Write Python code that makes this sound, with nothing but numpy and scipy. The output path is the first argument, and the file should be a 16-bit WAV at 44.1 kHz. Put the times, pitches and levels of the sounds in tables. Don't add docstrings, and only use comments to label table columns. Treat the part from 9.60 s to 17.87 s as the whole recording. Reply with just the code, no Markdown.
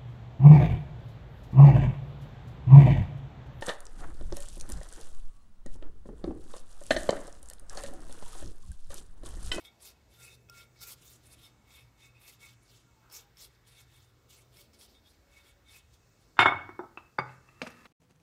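import sys
import numpy as np
from scipy import signal
from scipy.io import wavfile
from scipy.ndimage import uniform_filter1d

SR = 44100
rng = np.random.default_rng(int(sys.argv[2]) if len(sys.argv) > 2 else 0)


def wav_record(signal):
    frames = np.transpose(np.atleast_2d(signal))
    bounded = np.clip(frames, -1, 1)
    quanta = np.round(bounded * 32767).astype(np.int16)
    wavfile.write(sys.argv[1], SR, quanta)


def convert_level_to_amplitude(level_db):
    exponent = np.asarray(level_db, float) / 20
    return 10 ** exponent


N = 364693

# pitch_hz, density_db (per Hz)
ROOM_TONE = [(18, -46), (30, -3.5), (60, 3.5), (108, -2), (174, -10), (249, -11.5), (335, -9.5),
             (754, -17.5), (1500, -18.5), (2400, -27.5), (3620, -25.5), (6700, -27), (10000, -36.5),
             (16000, -31.5)]
# start_s, end_s, pitch_hz, level_db
HUMS = [
    (.5, 5.1, 120, -70),
    (.3, 2.3, 68, -73),
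    (5.05, 5.45, 224, -80),
    (3.25, 3.7, 935, -85),
    (3.33, 3.46, 875, -77),
    (3.45, 3.72, 812, -77),
    (4.94, 5.12, 575, -77),
    (5.6, 6.07, 563, -78),
]
TONE_DB = -65

# pitch_hz, density_db (per Hz)
BRISTLE_HISS = [(240, -49), (400, -10), (511, -20.5), (1400, -15), (1540, -24.5), (2510, -14), (2750, -15),
                (11200, 6), (15500, 5.5)]
# fastest_s, swell_s, fade_s, hiss_db, push_db (into the dish)
FLAT_STROKES = [(0.0, 0.0073, 0.048, -60, -59), (.55, 0.096, 0.12, -65.5, -68),
                (.63, 0.074, 0.18, -57, -54.5), (.73, 0.045, 0.06, -63.5, -71),
                (.99, 0.11, 0.089, -58.5, -55.5), (1.165, .03, 0.13, -68.5, -68),
                (1.224, 0.033, 0.06, -45.5, -55), (1.285, 0.054, 0.061, -49, -63),
                (1.325, 0.061, 0.033, -49.5, -75), (1.7, 0.13, 0.037, -60.5, -65),
                (1.735, 0.051, 0.031, -59, -60), (2.68, 0.065, 0.052, -56, -60),
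                (3.14, 0.18, 0.15, -64, -77), (3.55, 0.067, 0.12, -51.5, -58),
                (3.782, 0.014, 0.055, -65, -81), (3.84, 0.1, 0.058, -54.5, -69),
                (4.2, 0.088, 0.061, -60.5, -61), (4.715, 0.042, 0.12, -58.5, -66),
                (4.79, 0.076, 0.1, -65.5, -87), (4.99, 0.11, 0.12, -59.5, -74),
                (5.14, 0.022, 0.068, -65, -75), (5.22, 0.059, 0.079, -58, -84),
                (5.78, 0.13, 0.061, -66, -59.5), (6.17, 0.11, 0.061, -57, -59.5)]
# fastest_s, swell_s, fade_s, hiss_db, push_db (into the dish)
RIM_STROKES = [(0.059, 0.04, 0.057, -61.5, -54), (.26, 0.086, 0.095, -52, -56),
               (1.5, 0.2, 0.14, -58.5, -68), (1.8, 0.068, 0.048, -64, -78), (1.849, 0.096, 0.094, -62, -60),
               (2.16, 0.15, 0.13, -62.5, -55), (2.44, 0.1, 0.093, -63.5, -57.5),
               (2.57, 0.044, 0.047, -76, -58), (2.62, 0.047, 0.069, -62.5, -58),
               (2.73, 0.052, .06, -61.5, -70), (2.835, 0.062, 0.12, -58.5, -51.5),
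               (2.9, 0.066, 0.085, -63.5, -66), (3.95, 0.1, 0.062, -75, -67), (4.08, 0.046, 0.22, -65, -69),
               (4.36, 0.17, 0.24, -68, -66), (5.32, 0.18, 0.1, -68, -75), (5.5, 0.1, 0.11, -67.5, -84),
               (5.89, 0.18, 0.067, -66.5, -58.5), (6.1, 0.069, 0.079, -66.5, -53),
               (6.34, 0.057, .05, -68.5, -75), (6.64, 0.14, 0.11, -76, -85)]
HISS_SHAPE, PUSH_SHAPE = 2.31, 2.5
FLAT_HIGH_DB, RIM_LOW_DB = 1, -6.5
RESTING_PUSH_DB = -75
BRIGHT_DB, BRIGHT_PER_DB = -7, 0.13
# pitch_hz, width_hz, level_db
DISH_HELD = [(1390, 5.2, -9), (2229, 40, 3), (2570, 82, 2.5), (3340, 13, -11), (3640, 52, 1),
             (4720, 48, -15.5), (5310, 18, -12.5)]
# start_s, peak_db, ring_db, favoured_hz
FLICKS = [(0.05, -55.5, 3.5, 3360), (0.205, -60, -10, 4720), (0.599, -66, -8, 1385),
          (0.888, -65.5, 4, 2570), (0.898, -41, -15, 1385), (1.19, -56, -19, 4720),
          (1.215, -42.5, -14, 1385), (1.284, -65, -17, 2570), (1.737, -62, -4, 2940),
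          (2.107, -71, 11, 2570), (2.805, -60, -8, 3640), (2.83, -56, -7, 2215), (3.5, -55, -6, 5310),
          (3.513, -58, -3, 5310), (3.539, -58, -13, 5310), (3.771, -50, -9, 5310), (3.811, -57, -8, 3340),
          (4.21, -54, -24, 3340), (4.706, -64, -8, 5310), (4.97, -53, -9, 5310), (5.134, -56, -13, 2215),
          (5.212, -53, -5, 3640), (5.35, -72, 7, 3640), (5.46, -72, 7, 3640), (6.335, -67, -4, 3340)]
# loudest_s, swell_s, fade_s, level_db, pitch_hz
SINGING_LOW = [(0.06, 0.024, 0.025, -71, 2570), (0.075, 0.044, 0.09, -68.5, 2205),
               (0.274, 0.04, 0.025, -75, 2205), (0.619, 0.031, 0.075, -78, 2205),
               (0.624, 0.092, 0.071, -68, 1390), (0.663, 0.04, 0.073, -64, 2570),
               (0.693, 0.125, 0.07, -76, 1390), (0.903, 0.025, 0.015, -64, 2570),
               (0.913, 0.04, 0.078, -66, 1390), (1.008, 0.073, 0.058, -64, 1390),
               (1.033, 0.12, 0.054, -68.1, 2205), (1.227, 0.055, 0.028, -66.8, 2205),
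               (1.227, 0.064, 0.12, -70, 1390), (1.257, 0.054, 0.11, -68, 2570),
               (1.322, 0.055, 0.039, -71, 2205), (1.746, 0.038, 0.015, -75, 2570),
               (1.831, 0.046, 0.093, -75, 1390), (1.846, 0.043, 0.07, -73, 2205),
               (2.11, 0.025, 0.025, -80, 2570), (2.18, 0.036, 0.081, -66, 2570),
               (2.18, 0.069, 0.05, -68, 2205), (2.449, 0.075, 0.03, -71, 2570),
               (2.454, 0.08, 0.045, -67, 2205), (2.564, 0.03, 0.04, -69, 2570),
               (2.649, 0.067, 0.12, -70, 2570), (2.659, 0.058, 0.067, -68, 2205),
               (2.679, 0.095, 0.032, -85, 1390), (2.839, 0.046, 0.069, -57, 2205),
               (2.854, 0.091, 0.075, -74, 1390), (3.293, 0.071, 0.04, -76, 1390),
               (4.979, 0.04, 0.035, -81, 2570), (4.989, 0.03, 0.039, -67, 2205),
               (5.787, 0.045, 0.18, -84, 2205), (5.792, 0.086, 0.14, -80, 1390),
               (6.136, 0.07, 0.082, -69.0, 2205), (6.161, 0.048, 0.022, -60, 2570)]
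# loudest_s, fade_s, level_db, pitch_hz
SINGING_HIGH = [(.07, 0.051, -61, 3640), (.22, .03, -71, 4720), (.23, .05, -73, 5310),
                (.28, 0.032, -63, 3640), (.63, 0.044, -76, 3640), (.72, 0.052, -62, 3640),
                (.72, .04, -82, 3340), (.99, .04, -67, 5310), (1.01, .03, -70, 4720),
                (1.04, .06, -79, 3640), (1.22, .03, -64, 5310), (1.23, 0.046, -63, 3640),
                (1.23, 0.043, -62, 4720), (1.25, .11, -71, 1390), (1.31, .04, -64, 3340),
                (1.48, .07, -69, 3640), (1.85, 0.055, -62, 3640), (1.85, .04, -69, 3340),
                (1.85, .03, -66, 5310), (2.125, .08, -69, 3340), (2.13, 0.051, -71, 3640),
                (2.44, .05, -66, 3640), (2.45, .04, -84, 3340), (2.45, .02, -77, 5310),
                (2.62, .08, -73, 3640), (2.85, .06, -75, 3640), (3.53, .04, -61, 5310),
                (3.57, .04, -77, 3340), (3.775, .03, -87, 5310), (3.79, .05, -70, 3340),
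                (3.83, .07, -68, 3340), (4.07, .04, -75, 3340), (4.15, .06, -82, 3640),
                (4.19, 0.037, -71, 3340), (4.36, .08, -74, 3340), (4.72, .04, -81, 3640),
                (5.225, 0.027, -85, 3340), (5.22, 0.036, -83, 3640), (5.363, 0.045, -65.5, 3640),
                (5.47, 0.031, -69, 3340), (5.478, 0.026, -68, 3640), (5.87, 0.033, -71, 3340),
                (6.12, 0.063, -74, 3640), (6.14, .05, -79, 3340)]
SING_SWELL_S = .045
# start_s, end_s, from_hz, to_hz, level_db
SQUEAK = (.765, .85, 11900, 10500, -82)
# loudest_s, swell_s, fade_s, level_db
GRIP = [
    (3.46, 0.092, 0.32, -69.5),
]
# low_hz, high_hz
GRIP_HZ = (830, 1620)
# loudest_s, swell_s, fade_s, level_db
SUCK = [
    (3.555, 0.034, 0.068, -49.5),
    (3.8, .025, 0.033, -56),
]
# low_hz, high_hz
SUCK_HZ = (5030, 7000)

# pitch_hz, level_db, t60_s
COUNTER = [(95.5, -28.5, 0.27), (139.5, -26, 0.13), (277, -21.5, 0.069), (377, -14.5, 0.046),
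           (767, -10.5, 0.023), (917, 3, 0.016), (1200, -14.5, 0.14), (1440, 12.5, 0.0078),
           (2130, -9, 0.026), (3574, -12.5, 0.037)]
# start_s, thud_db, ring_db, hardness_hz (of the contact)
LANDING = [(6.769, -39.5, -46, 2450), (6.781, -32, -63.5, 2540), (6.791, -1.5, -14, 2900),
           (6.7938, -14, -18, 1360), (6.803, -35.5, -12.5, 3530), (6.809, -11.5, -18.5, 3000),
           (6.818, -9, -23, 3000), (6.827, -7.5, -47, 2420), (6.8575, -2.5, -10, 1850),
           (6.861, -10.5, -31, 1230), (6.884, -8.5, -27, 1500), (6.904, -18.5, -33, 1500),
           (6.919, -16.5, -57, 1500), (6.93, -24, -50, 1200), (6.943, -20, -50, 1200)]
DISH_HZ = [354, 733, 888, 935, 1087, 2216, 1257, 1332, 1394, 1562, 2114, 2174, 2192, 2346]
# level_db, t60_s
DISH_DECAY = [(-24, .2), (-16, 0.24), (-10.5, 0.14), (-12.5, .17), (-5.5, .2), (-15.5, 0.46), (-13, 0.14),
              (-15.5, .15), (-3.5, 0.14), (-12, .14), (-10, .12), (0.5, 0.22), (1.5, 0.22), (-11.5, .09)]
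# pitch_hz, level_db, t60_s
DISH_UPPER = [(2940, -6.5, 0.075), (3140, -13.5, .12), (3340, -9, 0.14), (3576, -7, 0.21), (3640, -7, 0.17),
              (4330, -29, .05), (4722, -25.5, 0.55), (5060, -26, .15), (5290, -21.5, 0.16),
              (5790, -36, .12), (6800, -22.5, .07), (7210, -17, 0.17), (8355, -18.5, 0.1),
              (8600, -22, 0.12)]
# pitch_hz, level_db, t60_s
DISH_TOP = [(5950, -16.5, .05), (6300, -23, .15), (6540, -22, .1), (7550, -20, .15), (7600, -15.5, .12),
            (7900, -16.5, .12), (9030, -17, .1), (9400, -19, .1), (9450, -12, 0.11), (9950, -11, 0.22),
            (10300, -11, .13), (11100, -4.5, 0.07), (11550, -4.5, .06), (12250, -8, .07)]
TOP_DB = -9.5
# start_s, thud_db, ring_db, hardness_hz
ROCKING = [
    (7.091, -31.5, -31, 1790),
    (7.192, -24, -29, 1500),
    (7.198, -37, -44, 1200),
    (7.207, -29.5, -33, 1020),
    (7.236, -34.5, -32, 1190),
    (7.28, -57, -57, 808),
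]
# pitch_hz, level_db, t60_s
DISH_DAMPED = [(240, -19.5, 0.19), (361, -2.5, 0.066), (664, -26, 0.09), (855, 1.5, 0.029),
               (1110, -5, 0.039), (1300, -9.5, 0.19), (2000, -24, 0.05)]

# start_s, thud_db, ring_db, hardness_hz
BOWL_TAPS = [
    (7.374, -42.5, -35, 2940),
    (7.378, -39.5, -56, 1500),
    (7.693, -56, -52, 4000),
    (7.888, -61, -52, 2480),
]
# pitch_hz, level_db, t60_s
BOWL = [(343, 0.5, 0.03), (835, -1, 0.018), (1247, 4, 0.026), (1500, -32, .04), (2300, -23, .06),
        (2623, 9, 0.038), (3550, -22, 0.027)]
# start_s, thud_db, ring_db, hardness_hz
BRUSH_DROP = [
    (7.584, -22, -45, 1500),
    (7.587, -10.5, -21, 2250),
    (7.592, -20, -39, 1500),
    (7.6, -25, -38, 1945),
    (7.63, -37, -58, 1500),
]
# pitch_hz, level_db, t60_s
HANDLE = [(128, -17, 0.45), (172, -14, 0.11), (550, -5, 0.049), (850, 5, 0.026), (1030, -13, 0.019),
          (1160, -4, 0.096), (1390, -27, 0.055), (2225, 1.5, 0.11), (3570, -17, 0.029), (4710, 4.5, 0.049),
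          (5100, -12, .03), (8403, -22, 0.12), (10000, -16, 0.087), (11800, -34, 0.073)]
# start_s, drag_db
SLIDE = [
    (7.66, -71),
    (7.732, -66.5),
    (7.806, -81),
    (7.884, -70.5),
    (7.972, -71.5),
    (8.054, -58.5),
    (8.072, -53.5),
    (8.088, -64.5),
    (8.27, -65),
]
GRIT_DB = -4.5
# start_s, thud_db, ring_db, hardness_hz
BUMPS = [
    (8.017, -30.5, -24, 4940),
    (8.026, -23, -24, 690),
    (8.066, -36.5, -42, 3430),
    (8.071, -41, -34, 7000),
    (8.103, -51, -55, 13300),
    (8.116, -53, -58, 6070),
    (8.255, -45, -42, 4000),
    (8.261, -51, -53, 1200),
]
# pitch_hz, level_db, t60_s
CROCKERY = [(172, -11.5, 0.053), (240, -5.5, 0.061), (500, -7.5, 0.058), (1190, -6.5, 0.045),
            (1890, -1, 0.0059), (2360, -5, 0.034), (2690, -5, 0.024), (4200, -20, 0.041),
            (5550, -28.5, 0.034), (6530, -16, .06)]

# pitch_hz, t60_s
REVERB = [(100, 1), (500, 0.44), (2000, 0.48), (4500, 0.36), (15000, 0.15)]
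WET_DB = -16.5


def rms_one(x):
    return x / np.sqrt(np.mean(x ** 2) + 1e-20)


def at_hz(points, hz):
    table_hz, values = np.transpose(points)
    return np.interp(np.log(hz), np.log(table_hz), values)


def band_pass(x, band_hz, order):
    return signal.sosfilt(signal.butter(order, band_hz, "band", fs=SR, output="sos"), x)


def drift(rate):
    knots = rng.standard_normal(N // 100 + 500)
    r = np.exp(-200 * np.pi * rate / SR)
    slow = signal.lfilter([1], [1, -2 * r, r * r], knots)[498:]
    return np.interp(np.arange(N) / 100, np.arange(len(slow)), rms_one(slow))


def ring(clicks, hz, t60):
    r, w = convert_level_to_amplitude(-60 / (t60 * SR)), 2 * np.pi * hz / SR
    return signal.lfilter([0, np.sin(w)], [1, -2 * r * np.cos(w), r * r], clicks + 1e-18)


def bands(x, gain):
    edges = np.append(22 * 2 ** np.arange(0, 9.5, .5), [13500, 18000])
    out = 0
    for k, (lo, hi) in enumerate(zip(edges, edges[1:])):
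        out = out + gain(np.sqrt(lo * hi)) * band_pass(x[k % 2], [lo, hi], 2)
    return out


def grains(per_s, spread_db):
    sizes = convert_level_to_amplitude(spread_db * np.minimum(rng.exponential(1, (2, N)), 4))
    sizes = sizes * rng.choice([-1, 1], (2, N))
    return rms_one(sizes * (rng.random((2, N)) < per_s / SR))


def bells(rows, shape, column):
    s, swell, fade, db = np.transpose(rows)[[0, 1, 2, column], :, None]
    late = np.arange(0, N + 50, 50) / SR - s
    part = np.clip(1 - np.where(late < 0, -late / swell, late / fade), 0, 1)
    power = (convert_level_to_amplitude(db) * np.sin(1.343 * part) ** shape / np.sin(1.2) ** shape) ** 2
    return np.interp(np.arange(N) / 50, np.arange(late.shape[1]), np.sqrt(power.sum(axis=0)))


def background():
    t = np.arange(N) / SR
    noise = rng.standard_normal((2, N))
    tone = rms_one(bands(noise, lambda hz: convert_level_to_amplitude(at_hz(ROOM_TONE, hz) + 2.0 * drift(1.0))))
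    out = convert_level_to_amplitude(TONE_DB) * tone
    for start, end, hz, db in HUMS:
        on = np.clip(np.minimum(t - start, end - t) / 0.023, 0, 1)
        level = on * convert_level_to_amplitude(db + 4.5 + 3.7 * drift(10.0))
        out += level * np.sin(2 * np.pi * hz * t + 0.63 * drift(8.1))
    return out


def bristle_hiss(slips):
    pressure = bells(FLAT_STROKES + RIM_STROKES, HISS_SHAPE, column=3)
    bright_db = BRIGHT_DB + BRIGHT_PER_DB * (20 * np.log10(pressure + 1e-4) + 60)
    tilt = np.clip(bright_db + 3.0, -15, 8) * 2.95

    def colour(hz):
        tilted = tilt * np.clip(np.log2(hz / 7000), -1, 1)
        patchy = 3.5 * np.clip(np.log2(hz / 1200), 0, 1) * drift(14)
        return convert_level_to_amplitude(at_hz(BRISTLE_HISS, hz) + tilted + patchy)

    hiss = bands(slips, colour)
    even = hiss / np.sqrt(uniform_filter1d(hiss ** 2, size=3000))
    return pressure * convert_level_to_amplitude(1.4 * drift(35)) * even


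def flick_clicks():
    s, peak_db = np.transpose(FLICKS)[:2]
    at, clicks = np.round(s * SR).astype(int), np.zeros(N)
    clicks[at] = convert_level_to_amplitude(peak_db)
    return at, clicks


def flick_ticks(slips):
    clicks = flick_clicks()[1]
    spit = signal.lfilter([1], [1, -convert_level_to_amplitude(-60 / (0.021 * SR))], clicks) * slips
    spit = signal.sosfilt(signal.butter(2, 3500, "high", fs=SR, output="sos"), spit)
    return 0.36 * spit + 0.96 * ring(clicks, 5500, 0.009)


def held_dish(slips):
    flat = bells(FLAT_STROKES, PUSH_SHAPE, column=4)
    rim = bells(RIM_STROKES, PUSH_SHAPE, column=4)
    held = np.arange(N) < LANDING[0][0] * SR
    low = flat + rim * convert_level_to_amplitude(RIM_LOW_DB) + held * convert_level_to_amplitude(RESTING_PUSH_DB)
    high = flat * convert_level_to_amplitude(FLAT_HIGH_DB) + rim + held * convert_level_to_amplitude(RESTING_PUSH_DB - 7)
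    at = flick_clicks()[0]
    _, peak_db, ring_db, favoured_hz = np.transpose(FLICKS)
    song = 0
    for hz, width_hz, db in DISH_HELD:
        pushed = low if hz < 3000 else high
        level = convert_level_to_amplitude(-15.0 + db + 2.5 * drift(2.5))
        push = slips * pushed * level * np.sqrt(4 * np.pi * width_hz / SR)
        push[at] += convert_level_to_amplitude(peak_db + ring_db - 15 * np.abs(np.log2(hz / favoured_hz)))
        song = song + ring(push, hz, np.log(1000) / (np.pi * width_hz))
    return song


def singing(slips):
    high = [(s, SING_SWELL_S, fade, db, hz) for s, fade, db, hz in SINGING_HIGH]
    rows = np.array(SINGING_LOW + high)
    held_hz, out = np.array(DISH_HELD)[:, 0], 0
    nearest = np.abs(np.log(rows[:, 4:] / held_hz)).argmin(axis=1)
    for k, (hz, width_hz, _) in enumerate(DISH_HELD):
        tone = ring(slips, hz, np.log(1000) / (np.pi * .5 * width_hz))
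        even = tone / np.sqrt(uniform_filter1d(tone ** 2, size=1500) + 1e-12)
        out = out + bells(rows[nearest == k], 1.96, column=3) * even
    return out


def bristle_squeak():
    start, end, from_hz, to_hz, db = SQUEAK
    part = np.clip((np.arange(N) / SR - start) / (end - start), 0, 1)
    turns = np.cumsum(from_hz + (to_hz - from_hz) * part) / SR
    return convert_level_to_amplitude(db) * np.sin(np.pi * part) * np.sin(2 * np.pi * turns)


def rub(slips, rows, band_hz):
    return rms_one(band_pass(slips, band_hz, 2)) * bells(rows, 1.8, column=3)


def brush():
    slips = grains(6000, spread_db=1.5)
    strokes = bristle_hiss(slips) + flick_ticks(slips[1]) + held_dish(slips[0])
    rubs = rub(slips[1], GRIP, GRIP_HZ) + rub(slips[1], SUCK, SUCK_HZ)
    return strokes + singing(slips[1]) + bristle_squeak() + rubs


def knocks(rows, body, crack_db, crack_t60):
    out, t = np.zeros(N), np.arange(SR // 2) / SR
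    luck = rng.standard_normal((len(rows), len(body)))
    crowd_hz, crowd_db = rng.uniform(4000, 15000, 36), rng.normal(0, 5, 36)
    for (s, thud_db, ring_db, hard_hz), own in zip(rows, luck):
        modes = [(hz, db + thud_db, t60) for hz, db, t60 in COUNTER]
        modes += [(hz, db + ring_db + 2 * u, t60) for (hz, db, t60), u in zip(body, own)]
        modes += [(hz, db + ring_db - 30, 0.11 * (8000 / hz) ** 0.33) for hz, db in zip(crowd_hz, crowd_db)]
        hz, db, t60 = np.transpose(modes)[:, :, None]
        sign = (-1) ** np.arange(len(modes))[:, None]
        soft = 1 / (1 + (hz / hard_hz) ** 2)
        partials = sign * soft * convert_level_to_amplitude(db - 60 * t / t60) * np.sin(2 * np.pi * hz * t)
        sound = partials.sum(axis=0) * .6
        crack = rms_one(band_pass(rng.standard_normal(len(t)), [600, min(hard_hz, 15000)], 4))
        sound += crack * convert_level_to_amplitude(thud_db + crack_db - 60 * t / crack_t60)
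        rise = np.sin(np.pi / 2 * np.minimum(t * hard_hz / 3.85, 1)) ** 2
        at = round(s * SR - 1.5 * SR / hard_hz)
        out[at:at + len(t)] += (rise * sound)[:N - at]
    return out


def dish_on_counter():
    free = [(hz, db, t60) for hz, (db, t60) in zip(DISH_HZ, DISH_DECAY)] + DISH_UPPER
    free = free + [(hz, db + TOP_DB, min(t60, .2)) for hz, db, t60 in DISH_TOP]
    landing = knocks(LANDING, free, crack_db=-12.0, crack_t60=0.06)
    return landing + knocks(ROCKING, DISH_DAMPED, crack_db=-12.0, crack_t60=0.07)


def bowl_contacts():
    taps = knocks(BOWL_TAPS, BOWL, crack_db=-8.5, crack_t60=0.1)
    return taps + knocks(BUMPS, CROCKERY, crack_db=-6.5, crack_t60=0.052)


def brush_drop():
    return knocks(BRUSH_DROP, HANDLE, crack_db=-20.0, crack_t60=0.078)


def bowl_slide():
    s, db = np.transpose(SLIDE)
    drag_db = np.interp(np.arange(N) / SR, s, db, -120, -120)
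    slips = grains(2100, spread_db=-4.5)
    modes = [(1260, .025, .8), (2670, .04, .45), (1800, .006, 1.4), (340, .04, .25)]  # pitch_hz, t60_s, share
    hum = rms_one(sum(share * ring(slips[k % 2], hz, t60) for k, (hz, t60, share) in enumerate(modes)))
    grit = rms_one(band_pass(slips[1], [2000, 6000], 1))
    return convert_level_to_amplitude(drag_db) * (convert_level_to_amplitude(3.0) * hum + convert_level_to_amplitude(GRIT_DB) * grit)


def kitchen(x):
    t = np.arange(N) / SR

    def decay(hz):
        return convert_level_to_amplitude(-60 * t / at_hz(REVERB, hz) - 2.0 * max(np.log2(hz / 1500), 0))

    tail = bands(rng.standard_normal((2, N)), decay)[:SR]
    tail = tail * np.clip((t[:SR] - .004) / 0.0014, 0, 1)
    return signal.fftconvolve(x, tail / np.sqrt(np.sum(tail ** 2)))[:N]


def scene():
    near = brush() + dish_on_counter() + bowl_contacts() + brush_drop() + bowl_slide()
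    return (near + convert_level_to_amplitude(WET_DB) * kitchen(near) + background())[None]


def treble_dropouts(x):
    bins = signal.stft(x, nperseg=1024)[2]
    share = .045 * np.clip(np.linspace(-.35, 1.6, 129), 0, 1.2)[:, None]
    chosen = 1. * (rng.random((129, bins.shape[2])) < share)
    lost = uniform_filter1d(chosen, size=3, axis=1) > 0
    gain = np.repeat(1 - .9 * lost, 4, axis=0)[:513]
    return signal.istft(bins * gain, nperseg=1024)[1][:, :N]


def roll_off(x):
    return signal.sosfilt(signal.butter(12, 16460, fs=SR, output="sos"), x)


def record(dry):
    x = signal.sosfilt(signal.butter(2, 40, "high", fs=SR, output="sos"), dry)
    x = .95 * np.tanh(x / .95)
    x = signal.sosfilt(signal.cheby2(16, 70, 16350, fs=SR, output="sos"), x)
    mix = treble_dropouts(x)
    return roll_off(mix)


dry = scene()
out = record(dry)
wav_record(out)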